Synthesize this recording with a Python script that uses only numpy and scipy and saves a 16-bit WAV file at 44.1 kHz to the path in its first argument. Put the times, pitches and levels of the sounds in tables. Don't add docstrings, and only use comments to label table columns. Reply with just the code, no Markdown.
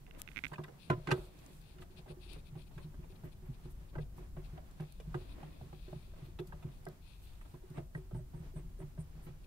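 import sys
import numpy as np
from scipy import signal
from scipy.fft import rfft, irfft, next_fast_len
from scipy.io import wavfile
from scipy.ndimage import uniform_filter1d

SR = 44100
rng = np.random.default_rng(int(sys.argv[2]) if len(sys.argv) > 2 else 0)


def invert_db(x):
    u = np.asarray(x, float) / 20
    return 10 ** u


def transcribe(signal):
    frames = np.atleast_2d(signal).T
    limited = np.clip(frames, -1, 1)
    pcm = np.round(limited * 32767).astype(np.int16)
    wavfile.write(sys.argv[1], SR, pcm)


N = 417186
PORT_LAG = 10


def resonance(x, hz, width):
    return signal.lfilter(*signal.iirpeak(hz, hz / width, fs=SR), x)


def decay(t, t60):
    return np.exp(-np.log(1000) * t / t60)


def ring(modes, chance, t):
    hz, db, t60 = np.transpose(modes)[:, :, None]
    chance = chance[:len(modes), None]
    strength = invert_db(db + 4 * chance)
    partials = np.sin(2 * np.pi * hz * (1 + 0.016 * chance) * t)
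    return (strength * partials * decay(t, t60)).sum(0)


def wash(bands, noise, t):
    y = 0
    for hz, width, db, t60 in bands:
        band = resonance(resonance(noise * decay(t, t60), hz, width), hz, width)
        y = y + invert_db(db) * band * np.sqrt(500 / width)
    return y / np.abs(y).max()


def walk(rate):
    k = int(SR / rate)
    held = np.repeat(rng.standard_normal(N // k + 1), k)
    return 1.3 * uniform_filter1d(uniform_filter1d(held, k), k)[:N]


def fibres(strokes, bands, pan_db=0):
    power = np.zeros(N)
    for s, length, db in strokes:
        stroke = power[int((s - length / 4) * SR):int((s + length * 1.4) * SR)]
        stroke += 2 * invert_db(2 * db) * np.hanning(len(stroke)) ** 2
    grains = rng.standard_normal((2, N)) * invert_db(3.8 * np.minimum(rng.exponential(size=N), 6))
    x = 0
    for hz, width, db in bands:
        band = resonance(grains, hz, width)
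        band = resonance(resonance(band, hz, 1.5 * width), hz, 1.5 * width)
        x = x + invert_db(db) * band
    left = 1 / (1 + invert_db(-2 * pan_db))
    ports = np.sqrt(2 * np.array([[left], [1 - left]]))
    soft = uniform_filter1d(np.sqrt(power), int(0.0027 * SR)) * ports
    return x / x.std() * soft * invert_db(1.5 * walk(25))


def add(out, s, wave, db, pan_db=0, lag=0):
    wave = wave * invert_db(db) / np.abs(wave).max()
    for row, gain_db, late in zip(out, (pan_db / 2, -pan_db / 2), (lag, 0)):
        i = int(s * SR) + late
        n = min(len(wave), N - i)
        row[i:i + n] += wave[:n] * invert_db(gain_db)


PAN_HZ, TUNNEL_HZ = (133.2, 150.04), (365.6, 389.6)
# f/Hz, level/dB per Hz
CABIN = [(80, -8), (156, 6.5), (249, -6.5), (373, -9), (452, -28), (1800, -80), (2580, -33), (15000, -28.5)]
# f/Hz, side minus mid level/dB
CABIN_SIDE = [(100, -7), (300, -4.5), (700, 4), (15000, 0)]
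# t/s, rumble level/dB
STIR = [(0, -53), (.78, -58.5), (1.1, -52.5), (1.6, -55), (1.9, -53), (2.9, -51), (3.4, -52), (4.6, -47.5),
        (4.9, -55), (5.1, -50.5), (5.9, -52), (6.6, -50.5), (7.0, -56.5), (7.3, -49.5), (7.7, -54),
        (8.25, -48.5), (8.7, -51.5), (9.46, -51)]
# f/Hz, width/Hz, level/dB
RUMBLE = [(27.4, 35, 3), (42.5, 21.7, 1), (65.1, 20.5, -5), (85.7, 16, -11)]
# f/Hz, width/Hz, level/dB, t60/s
SHELL = [(290, 45, 1.5, 0.31), (402, 330, 2, 0.11), (714, 500, 5.5, 0.022), (585, 280, -18.5, 0.61)]
# f/Hz, width/Hz, level/dB, t60/s
SHELL_MID = [(1290, 1460, -9, 0.022), (1440, 1900, -22.5, 0.015), (1215, 270, -37.5, 0.42)]


def cabin(knocks):
    t = np.arange(N) / SR
    rest = invert_db(-10 * uniform_filter1d(1. * (t > 7.0) * (t < 8.2), SR // 10))

    size = next_fast_len(N)
    hz = np.maximum(np.arange(size // 2 + 1) * SR / size, 1)
    colour, side = (np.interp(np.log(hz), np.log(np.array(p)[:, 0]), np.array(p)[:, 1])
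                    for p in (CABIN, CABIN_SIDE))
    spectra = rfft(rng.standard_normal((2, size))) * invert_db(np.array([colour, colour + side]))
    mid, dif = irfft(spectra, size)[:, :N]
    hiss = invert_db(-64.5 + .5 * walk(3.3)) * np.array([mid + dif, mid - dif]) / mid.std()
    lows = signal.sosfilt(signal.butter(2, 450, fs=SR, output="sos"), hiss)
    hiss = hiss + (rest - 1) * lows

    air, shake = rng.standard_normal((2, 3, N))
    air = air[0] + 0.25 * air[1:]
    air = sum(invert_db(g) * resonance(resonance(air, f, w), f, w) for f, w, g in RUMBLE)
    rumble_db = np.interp(t, *np.transpose(STIR)) + 1.4 * walk(11)
    rumble = air / air.std() * invert_db(rumble_db + np.array([[.8], [-.8]]))

    pan = invert_db(10.0) * resonance(shake[0], PAN_HZ[1], 33.0)
    tunnel = invert_db(4.0) * resonance(shake[0], TUNNEL_HZ[0], 5.5)
    panels = rest * (pan + tunnel)
    shell = sum(invert_db(g - 18.0) * resonance(shake[1:], f, w) for f, w, g, _ in SHELL + SHELL_MID)
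    tremble = shell + np.array([np.roll(panels, PORT_LAG) * invert_db(-1.5), panels])
    span = int(0.06 * SR)
    work = uniform_filter1d(uniform_filter1d(np.abs(knocks[0]), span), span)
    effort = (np.abs(work) / invert_db(-41.0) + 0.8) ** 0.55
    flutter = invert_db(1.8 * walk(14))
    return hiss + rumble + tremble * invert_db(-66 + 19) * effort * flutter


# t/s, peak level/dB, main ring f/Hz
CREAKS = [(0.066, -53.5, 2560), (0.11, -48, 2740), (0.149, -56, 2580), (0.2762, -41, 2530),
          (0.288, -42, 2440), (0.316, -48.5, 2480), (0.3611, -36.5, 2350), (0.3702, -32, 2350),
          (0.3777, -33, 2260), (0.3889, -34, 2350), (0.4384, -31, 2240), (0.4457, -30.5, 2370),
          (0.4508, -52, 2350), (0.453, -31.5, 2320), (0.4664, -37, 2400)]
# f/Hz, level/dB, t60/s
CASE = [(1610, 4, 0.0088), (2160, 11.5, 0.0062), (2350, 20, 0.0042), (3320, 7.5, 0.0049),
        (5440, 13.5, 0.0013), (229, 0.5, 0.012)]


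def creaks():
    out, t = np.zeros((2, N)), np.arange(SR // 30) / SR
    pan_db = -53
    for (s, db, hz), c in zip(CREAKS, rng.standard_normal((len(CREAKS), len(CASE)))):
        case = [(hz if k == 2 else f, g, t60) for k, (f, g, t60) in enumerate(CASE)]
        slip = -ring(case, 0.14 * c, t) * (1 - np.exp(-t / 0.0029))
        slip = slip - 0.13 * resonance(slip, 1980, 87)
        add(out, s, slip, db + 7.5 + pan_db / 2, pan_db)
    return out


RATTLE_S, SCRAPE_S = 0.0044, 0.011
LIGHT_TREBLE_DB, GRIPPED_TREBLE_DB = -12, -8
# t/s, peak level/dB, rods re peak/dB
SCRAPED_CLACKS = [(0.07, -55.5, -6), (0.19, -64, 10), (2.15, -66, -16), (3.45, -67, -6), (5.2, -60, -3),
                  (7.62, -62, -19), (8.143, -49.5, -11), (8.333, -55, -23), (8.558, -53, -9),
                  (8.81, -55.5, -13), (8.978, -58, -18.5), (9.264, -52.5, -0.5)]
# t/s, peak level/dB, rods re peak/dB
LIGHT_CLACKS = [(0.518, -45, -14), (0.536, -54.5, 10.5), (0.582, -43.5, -34), (0.637, -53.5, 7),
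                (0.682, -51, -5), (0.8997, -31, 0.5), (1.072, -48.5, 12), (1.086, -38.5, -8),
                (1.107, -37, 6.5), (1.1145, -31, 7), (1.783, -65, 9), (1.821, -56, 6.5), (2.06, -54.5, -20),
                (2.104, -50, -24), (2.36, -54.5, -2), (2.553, -54.5, -14), (2.778, -56, 8),
                (2.942, -62, -17), (3.04, -58.5, -7.5), (3.235, -55.5, -14), (3.651, -61, -13),
                (1.985, -58, -19), (2.71, -58, -8), (3.12, -62, -16), (3.42, -62, -10)]
# t/s, peak level/dB, rods re peak/dB
GRIPPED_CLACKS = [(3.954, -47, -30), (3.983, -45.5, -24), (4.182, -53.5, -24), (4.366, -49, -28),
                  (4.576, -47.5, -13), (4.8, -51, -2), (5.0, -54, 3), (5.144, -40.5, -7), (5.43, -53, -3),
                  (5.612, -55.5, -8), (5.728, -51.5, -6), (5.879, -58, -22), (5.928, -47, -19),
                  (6.389, -47, 3), (6.526, -50, -15), (6.625, -54.5, 2), (6.866, -43.5, -32),
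                  (7.411, -62, 6), (7.451, -57, -5), (7.54, -52, -14), (7.772, -51, -1),
                  (7.779, -43.5, -13.5), (7.948, -47.5, -15), (8.11, -52.5, -23)]
# f/Hz, level/dB, t60/s
LINKAGE = [(921, -4, .06), (1023, 0, .07), (1130, -4, .06), (1281, -3, .06), (1570, -3, .05),
           (1950, -4, .05)]
# f/Hz, width/Hz, level/dB, t60/s
LINKAGE_TOP = [(2340, 1180, 16.5, 0.06), (3330, 440, 7, 0.12), (5500, 6800, 11, 0.06),
               (8500, 460, -37, 0.0063), (11100, 7200, -41, 0.01)]


def clacks(rows, treble_db, rattle):
    out, t = np.zeros((2, N)), np.arange(SR // 5) / SR
    for (s, db, rods_db), c in zip(rows, rng.standard_normal((len(rows), 4, len(t)))):
        age = t[:4000] / rattle
        contacts = c[0, :4000] ** 3 * np.exp(-age) * np.sqrt(age)
        contacts[0] = 16 * RATTLE_S / rattle * invert_db(min(0.55 * (db + 53), 0))
        for ch, port_db in enumerate((-1.1, 1.1)):
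            noise = c[1 + ch] + .5 * c[3]
            low = wash(SHELL[1:], noise, t)
            middle = wash(SHELL_MID, noise, t) + invert_db(-18) * ring(LINKAGE, .6 * c[3, 9:], t)
            top = wash(LINKAGE_TOP, noise, t)
            bodies = ((low, 4.0 + port_db), (middle, rods_db + 2.0 + port_db),
                      (top, treble_db + rods_db + 1.0 - port_db))
            for body, gain_db in bodies:
                add(out[ch:ch + 1], s, signal.fftconvolve(contacts, body), db + gain_db)
    return out


# t/s, length/s, level/dB
RUBS = [(0.12, 0.079, -61.5), (0.19, 0.022, -69), (1.08, 0.051, -45.5), (1.13, 0.077, -58),
        (1.25, 0.29, -67.5), (1.78, 0.049, -64), (2.06, 0.061, -63.5), (2.3, 0.085, -63.5),
        (2.54, 0.065, -63.5), (2.77, 0.063, -63.5), (3.02, 0.039, -63.5), (3.23, 0.062, -62.5),
        (3.43, 0.06, -67), (3.925, 0.035, -59.5), (4.15, 0.12, -65.5), (5.2, 0.4, -63.5),
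        (6.13, 0.13, -65.5), (6.63, 0.094, -66.5), (4.36, 0.046, -63), (4.55, 0.057, -62),
        (4.79, 0.06, -59.5), (0.9, 0.039, -45.5), (7.74, 0.064, -56.5), (7.96, 0.033, -63.5),
        (8.15, 0.069, -71), (8.33, 0.092, -66.5), (8.55, 0.061, -64.5), (8.79, 0.055, -64.5),
        (8.97, 0.044, -64.5), (9.26, 0.05, -69)]
# f/Hz, width/Hz, level/dB
BEARING = [(290, 126, 11.5), (634, 325, 5), (980, 470, 2), (1740, 1480, -5.5)]


def rubs():
    return fibres(RUBS, BEARING, -2.2)


# t/s, length/s, level/dB
SLEEVE = [(0.786, 0.1, -64), (0.95, 0.33, -72), (1.607, 0.14, -69.5), (1.902, 0.031, -72.5),
          (1.961, 0.04, -66), (2.079, 0.05, -63), (2.203, 0.072, -63.5), (2.273, 0.079, -59.5),
          (2.357, 0.05, -70), (2.447, 0.044, -68), (2.568, 0.071, -67), (2.662, 0.021, -70),
          (2.809, 0.043, -66.5), (3.09, 0.036, -71.5), (3.152, 0.016, -70), (3.315, 0.023, -70),
          (3.52, 0.039, -73.5), (3.63, 0.037, -71.5), (3.876, 0.036, -76), (4.003, 0.031, -69),
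          (4.435, 0.034, -70), (4.735, 0.27, -75.5), (5.122, 0.17, -71), (5.275, 0.073, -67),
          (5.344, 0.36, -74), (5.687, 0.29, -72.5), (5.882, 0.22, -71.5), (6.1, 0.2, -75.5),
          (6.693, 0.089, -73), (7.024, 0.13, -68), (9.436, 0.03, -69.5)]
# t/s, length/s, cloth level/dB, bright hiss level/dB
BOOT = [(0.181, 0.029, -70, -63), (0.4, 0.12, -75, -73), (1.117, 0.16, -69.5, -72),
        (1.294, 0.22, -74, -75.5), (1.419, 0.19, -76, -74), (1.803, 0.036, -69, -72.5),
        (2.708, 0.11, -77, -81), (3.23, 0.033, -85, -75), (3.69, 0.038, -86, -75), (4.16, 0.039, -83, -74),
        (4.37, 0.026, -88, -77), (6.242, 0.034, -71, -77), (6.464, 0.029, -76, -70.5),
        (7.118, 0.25, -73.5, -75.5), (7.21, 0.05, -88, -74), (7.367, 0.21, -79, -77.5)]
# t/s, level/dB
BUSHING = [
    (7.75, -82),
    (7.942, -72.5),
    (8.142, -73),
    (8.345, -77),
    (8.549, -71),
    (8.785, -71.5),
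    (8.986, -67),
    (9.22, -72),
]
# f/Hz, width/Hz, level/dB
CLOTH = [(2550, 530, 9.5), (3570, 1270, 7.5), (4104, 990, -1), (1360, 4300, -13)]
# f/Hz, width/Hz, level/dB
SLEEVE_EDGE = [(9430, 2300, 0)]
# f/Hz, width/Hz, level/dB
EDGE = [(8700, 2600, -13), (10100, 9000, -2)]
# f/Hz, width/Hz, level/dB
SQUEAK = [(8330, 290, 1), (9300, 2500, 1.5)]


def rustle():
    pan_db = 31
    sleeve = fibres(SLEEVE, CLOTH, pan_db) + invert_db(-11) * fibres(SLEEVE, SLEEVE_EDGE, pan_db)
    folds = np.array(BOOT)
    boot = fibres(folds[:, :3], CLOTH) + fibres(folds[:, [0, 1, 3]], EDGE)
    bushing = fibres([(s, 0.04, db) for s, db in BUSHING], SQUEAK)
    return sleeve + boot + bushing


# t/s, peak level/dB, centre f/Hz, left minus right level/dB
TICKS = [(0.2176, -28.5, 9300, 20), (0.481, -54, 7140, -27), (0.5316, -55, 8240, 19),
         (0.6402, -50.5, 8200, 4), (1.389, -57, 6440, 16), (1.462, -50, 6500, 12), (1.6143, -56, 10200, 11),
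         (2.332, -48, 9390, 18), (4.7112, -57, 7210, 5), (4.807, -53, 9150, -1.5), (4.923, -50, 9690, -12),
         (5.001, -59, 6050, 16), (6.401, -49, 11000, -0.6), (6.4724, -51, 12900, -4),
         (6.8535, -46, 8500, -1.5), (6.886, -49, 11100, -5), (7.701, -56, 9150, 2.5)]


def ticks():
    out, t = np.zeros((2, N)), np.arange(SR // 12) / SR
    for (s, db, hz, pan_db), c in zip(TICKS, rng.standard_normal((len(TICKS), len(t)))):
        t60 = 0.011 * invert_db(-0.86 * (db + 47.5))
        snap = c * decay(t, t60)
        wide = invert_db(8.5) * resonance(snap, 4600, 2200) + resonance(snap, 8500, 8100)
        tick = resonance(snap, hz, 0.12 * hz) + 0.2 * wide
        add(out, s, tick, db - abs(pan_db) / 8, pan_db, lag=PORT_LAG)
    return out


# t/s, length/s, level/dB
WHISPER = [
    (3.23, .035, -75),
    (3.455, .025, -77),
    (3.69, 0.037, -74),
    (4.155, .04, -78),
    (4.81, .03, -76),
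    (6.24, .04, -78),
    (7.22, .05, -74),
    (9.22, .05, -73),
]
# f/Hz, width/Hz, level/dB
LEATHER = [(13000, 3800, 0)]
# t/s, level/dB
WHINES = [
    (7.73, -76),
    (7.945, -86),
    (8.13, -77),
    (8.345, -79),
    (8.541, -77),
]


def whispers():
    leather = fibres(WHISPER, LEATHER)
    whine = fibres([(s, 0.068, db) for s, db in WHINES], [(8200, 260, 0)])
    finger = fibres([(0.24, .27, -69.5)], [(1970, 3300, 5), (4850, 11000, -1.5)], -26)
    return leather + whine + finger


# t/s, floor pan peak level/dB, tunnel re pan/dB
GATE_THUMPS = [(0.517, -42.5, -13), (0.587, -36.5, -6), (0.902, -21, -7), (0.975, -37.5, -11),
               (1.119, -24, -11), (1.181, -40.5, -1), (4.801, -34, -11), (5.072, -39.5, -18),
               (5.147, -33.5, -1), (5.431, -42.5, -34), (5.618, -40, -14.5), (5.729, -44, -11),
               (5.926, -40.5, -6), (6.224, -39.5, -19), (6.395, -38.5, 2), (6.482, -44, -16),
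               (6.647, -33, -15), (6.872, -41, -2.5), (1.076, -34.5, -1.5), (6.537, -44.5, -14),
               (1.5, -57.5, 1.5)]
# t/s, floor pan peak level/dB, tunnel re pan/dB
ROCK_THUMPS = [(1.8, -48.5, -5), (1.99, -46.5, -16), (2.099, -42.5, -5.5), (2.363, -47, -15),
               (2.525, -41.5, -22), (2.559, -38.5, -13), (2.765, -44, -15), (2.846, -40, -18),
               (2.991, -44, -11), (3.238, -38.5, -12), (3.427, -47.5, -8), (3.49, -35.5, -26),
               (3.652, -41, -9.5), (3.98, -36, -14), (4.18, -47, -7), (4.373, -39, -8.5),
               (4.53, -41.5, -13), (7.539, -42.5, -9), (7.705, -40.5, -13), (7.778, -34.5, -11.5),
               (7.954, -33.5, -22), (8.145, -31, -18.5), (8.342, -37.5, -15), (8.403, -38.5, -33),
               (8.561, -35.5, -22), (8.645, -44.5, -17.5), (8.807, -42.5, -8), (8.987, -32.5, -23),
               (9.264, -45, -8.5)]


def thumps(rows, soft_t60, push):
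    out, t = np.zeros((2, N)), np.arange(SR // 2) / SR
    for (s, db, tunnel_db), c in zip(rows, rng.standard_normal((len(rows), 6))):
        t60 = soft_t60 * invert_db(-0.27 * max(db + 31, 0))
        swell = np.sign(c[5]) * np.sin(np.pi / 2 * np.minimum(t / push, 1)) ** 2
        pan = [(PAN_HZ[0], -5, t60), (PAN_HZ[1], 0, t60), (70, -14, .15), (100, -14, .1), (235, -16, .08)]
        tunnel = [(TUNNEL_HZ[0], 0, .13), (TUNNEL_HZ[1], -9, .1), (300, -11, .07), (464, -14, .07)]
        add(out, s - 0.322 * push, swell * ring(pan, 0.97 * c, t), db, -.8, lag=PORT_LAG)
        add(out, s - 0.207 * push, swell * ring(tunnel, .5 * c[2:], t), db + tunnel_db, -3.5, lag=PORT_LAG)
    return out


# t/s, peak level/dB, f/Hz
RODS = [(0.903, -26.5, 1020), (4.182, -49, 965), (5.001, -46.5, 453), (5.432, -44, 815), (5.612, -48, 760),
        (5.729, -48, 800), (6.525, -46.5, 980), (6.866, -41, 677), (0.517, -46.5, 860), (0.533, -50, 1590),
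        (0.536, -43, 980), (0.56, -52, 1600), (0.558, -45.5, 2550), (0.586, -44, 1060), (0.601, -46, 1060),
        (0.64, -58, 2670), (0.645, -61, 1620), (0.685, -51, 1570), (0.8998, -34, 680), (0.914, -34, 1394),
        (1.087, -37, 1510), (1.116, -39, 920), (1.113, -30, 1550),
        (0.9005, -32, 1500), (1.073, -42.5, 1250), (1.1204, -35, 1300), (3.953, -44, 1510),
              (3.9813, -47, 1260), (4.797, -53, 1610), (5.1425, -39, 1230), (6.3945, -51, 1990),
              (6.523, -45, 1610), (6.868, -47, 1590), (7.4121, -52, 1880), (7.778, -49, 1360),
              (7.9497, -40, 1890)]


def rods():
    out, t = np.zeros((2, N)), np.arange(SR // 8) / SR
    for s, db, hz in RODS:
        t60 = 0.022 * invert_db(0.65 * (db + 48))
        tone = ring([(hz, 0, t60)], np.zeros(1), t) * (1 - np.exp(-t / 0.00033))
        add(out, s, tone, db - 0.5, -3, lag=PORT_LAG)
    return out


# t/s, peak level/dB, tilt/dB per octave
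SHAFT_BLOWS = [(0.53, -45.5, 12), (0.584, -53, 5), (0.64, -47.5, 22), (0.683, -62, -10), (0.8995, -38.5, 2),
               (1.108, -41, -8), (2.08, -53, -5), (2.94, -57.5, -4), (3.238, -56, -6), (3.954, -43.5, -6),
               (3.984, -43.5, -3.5), (4.368, -49.5, -7), (4.577, -51.5, -13), (4.798, -51, -4),
               (5.143, -40.5, 3), (5.878, -57, -12), (5.927, -45.5, -14), (6.135, -55, -8),
               (6.393, -54, -3), (6.867, -42.5, -1), (7.778, -50, 3), (7.949, -44.5, 0), (8.111, -54, -9),
               (8.145, -53, -7), (8.19, -53.5, -18), (8.56, -52, -11), (8.8, -50.5, -8), (8.975, -52, -8)]
# f/Hz, level/dB, t60/s
SHAFT = [(611, 1, 0.039), (1000, -3.5, 0.031), (1258, -15.5, 0.14), (1590, 1.5, 0.038), (1980, -4.5, 0.04)]


def shaft():
    out, t = np.zeros((2, N)), np.arange(SR // 12) / SR
    for (s, db, tilt_db), c in zip(SHAFT_BLOWS, rng.standard_normal((len(SHAFT_BLOWS), len(SHAFT)))):
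        chord = [(f, g + tilt_db * np.log2(f / 1000), t60) for f, g, t60 in SHAFT]
        blow = ring(chord, 0.26 * c, t) * (1 - np.exp(-t / 0.0038))
        add(out, s, blow, db, -2.5, lag=PORT_LAG // 2)
    return out


# t/s, peak level/dB, f/Hz, t60/s
NUDGES = [(0.902, -28.5, 116.4, 0.15), (0.9, -41, 66, 0.072), (1.899, -58, 369, 0.22),
          (1.76, -55.5, 364, 0.13), (2.31, -53, 371, 0.094), (3.1, -55, 376, 0.17), (0.602, -43, 147, 0.11),
          (0.618, -56, 148, 0.12), (1.122, -28, 368, 0.16), (1.199, -47.5, 361, 0.28),
          (2.072, -54, 378, .12), (2.17, -50.5, 361, 0.15), (2.262, -56.5, 364, 0.17),
          (2.94, -56, 278, .08), (3.954, -43, 343, 0.06), (3.966, -39, 151, 0.06),
          (3.999, -37.5, 147, 0.12), (4.163, -59, 352, 0.13), (4.2, -55.5, 364, 0.25),
          (5.161, -46, 147, 0.13), (5.211, -50.5, 362, 0.13), (5.622, -38.5, 147, 0.066),
          (5.879, -48, 366, 0.15), (5.959, -41, 148, 0.089), (6.077, -57, 369, 0.091),
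          (6.282, -52.5, 347, 0.088), (7.637, -50.5, 368, 0.12), (7.8, -45, 356, 0.11),
          (7.975, -48.5, 375, 0.28), (8.113, -49.5, 359, 0.086), (8.128, -34.5, 144, 0.17),
          (8.17, -39.5, 149.4, 0.14), (8.203, -52.5, 368, .15), (8.2, -40.5, 128, 0.18),
          (8.37, -56, 371, 0.14), (8.537, -52, 371, 0.17), (8.596, -53, 347, 0.12), (8.79, -50, 377, 0.26),
          (8.831, -41.5, 146, 0.16), (8.976, -52.5, 361, .15), (9.16, -51.5, 149.7, 0.14),
          (9.299, -42.5, 146.3, 0.17)]


def nudges():
    out, t = np.zeros((2, N)), np.arange(SR // 3) / SR
    for s, db, hz, t60 in NUDGES:
        swell = np.minimum(t * hz / 1.34, 1)
        add(out, s, ring([(hz, 0, t60)], np.zeros(1), t) * swell, db, -2.2, lag=PORT_LAG)
    return out


def scene():
    knocks = clacks(SCRAPED_CLACKS, GRIPPED_TREBLE_DB, SCRAPE_S)
    knocks = knocks + clacks(LIGHT_CLACKS, LIGHT_TREBLE_DB, RATTLE_S)
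    knocks = knocks + clacks(GRIPPED_CLACKS, GRIPPED_TREBLE_DB, RATTLE_S)
    knocks = knocks + thumps(GATE_THUMPS, soft_t60=0.18, push=0.01623)
    knocks = knocks + thumps(ROCK_THUMPS, soft_t60=0.14, push=0.0227)
    lever = knocks + rubs() + ticks() + rods() + shaft() + nudges()
    return cabin(knocks) + creaks() + lever + rustle() + whispers()


def low_pass(x):
    return signal.sosfilt(signal.butter(12, 16440, fs=SR, output="sos"), x)


def record(dry):
    top_cut = signal.ellip(10, .2, 80, 15620, fs=SR, output="sos")
    mix = signal.sosfilt(top_cut, dry)
    return low_pass(mix)


dry = scene()
out = record(dry)
transcribe(out)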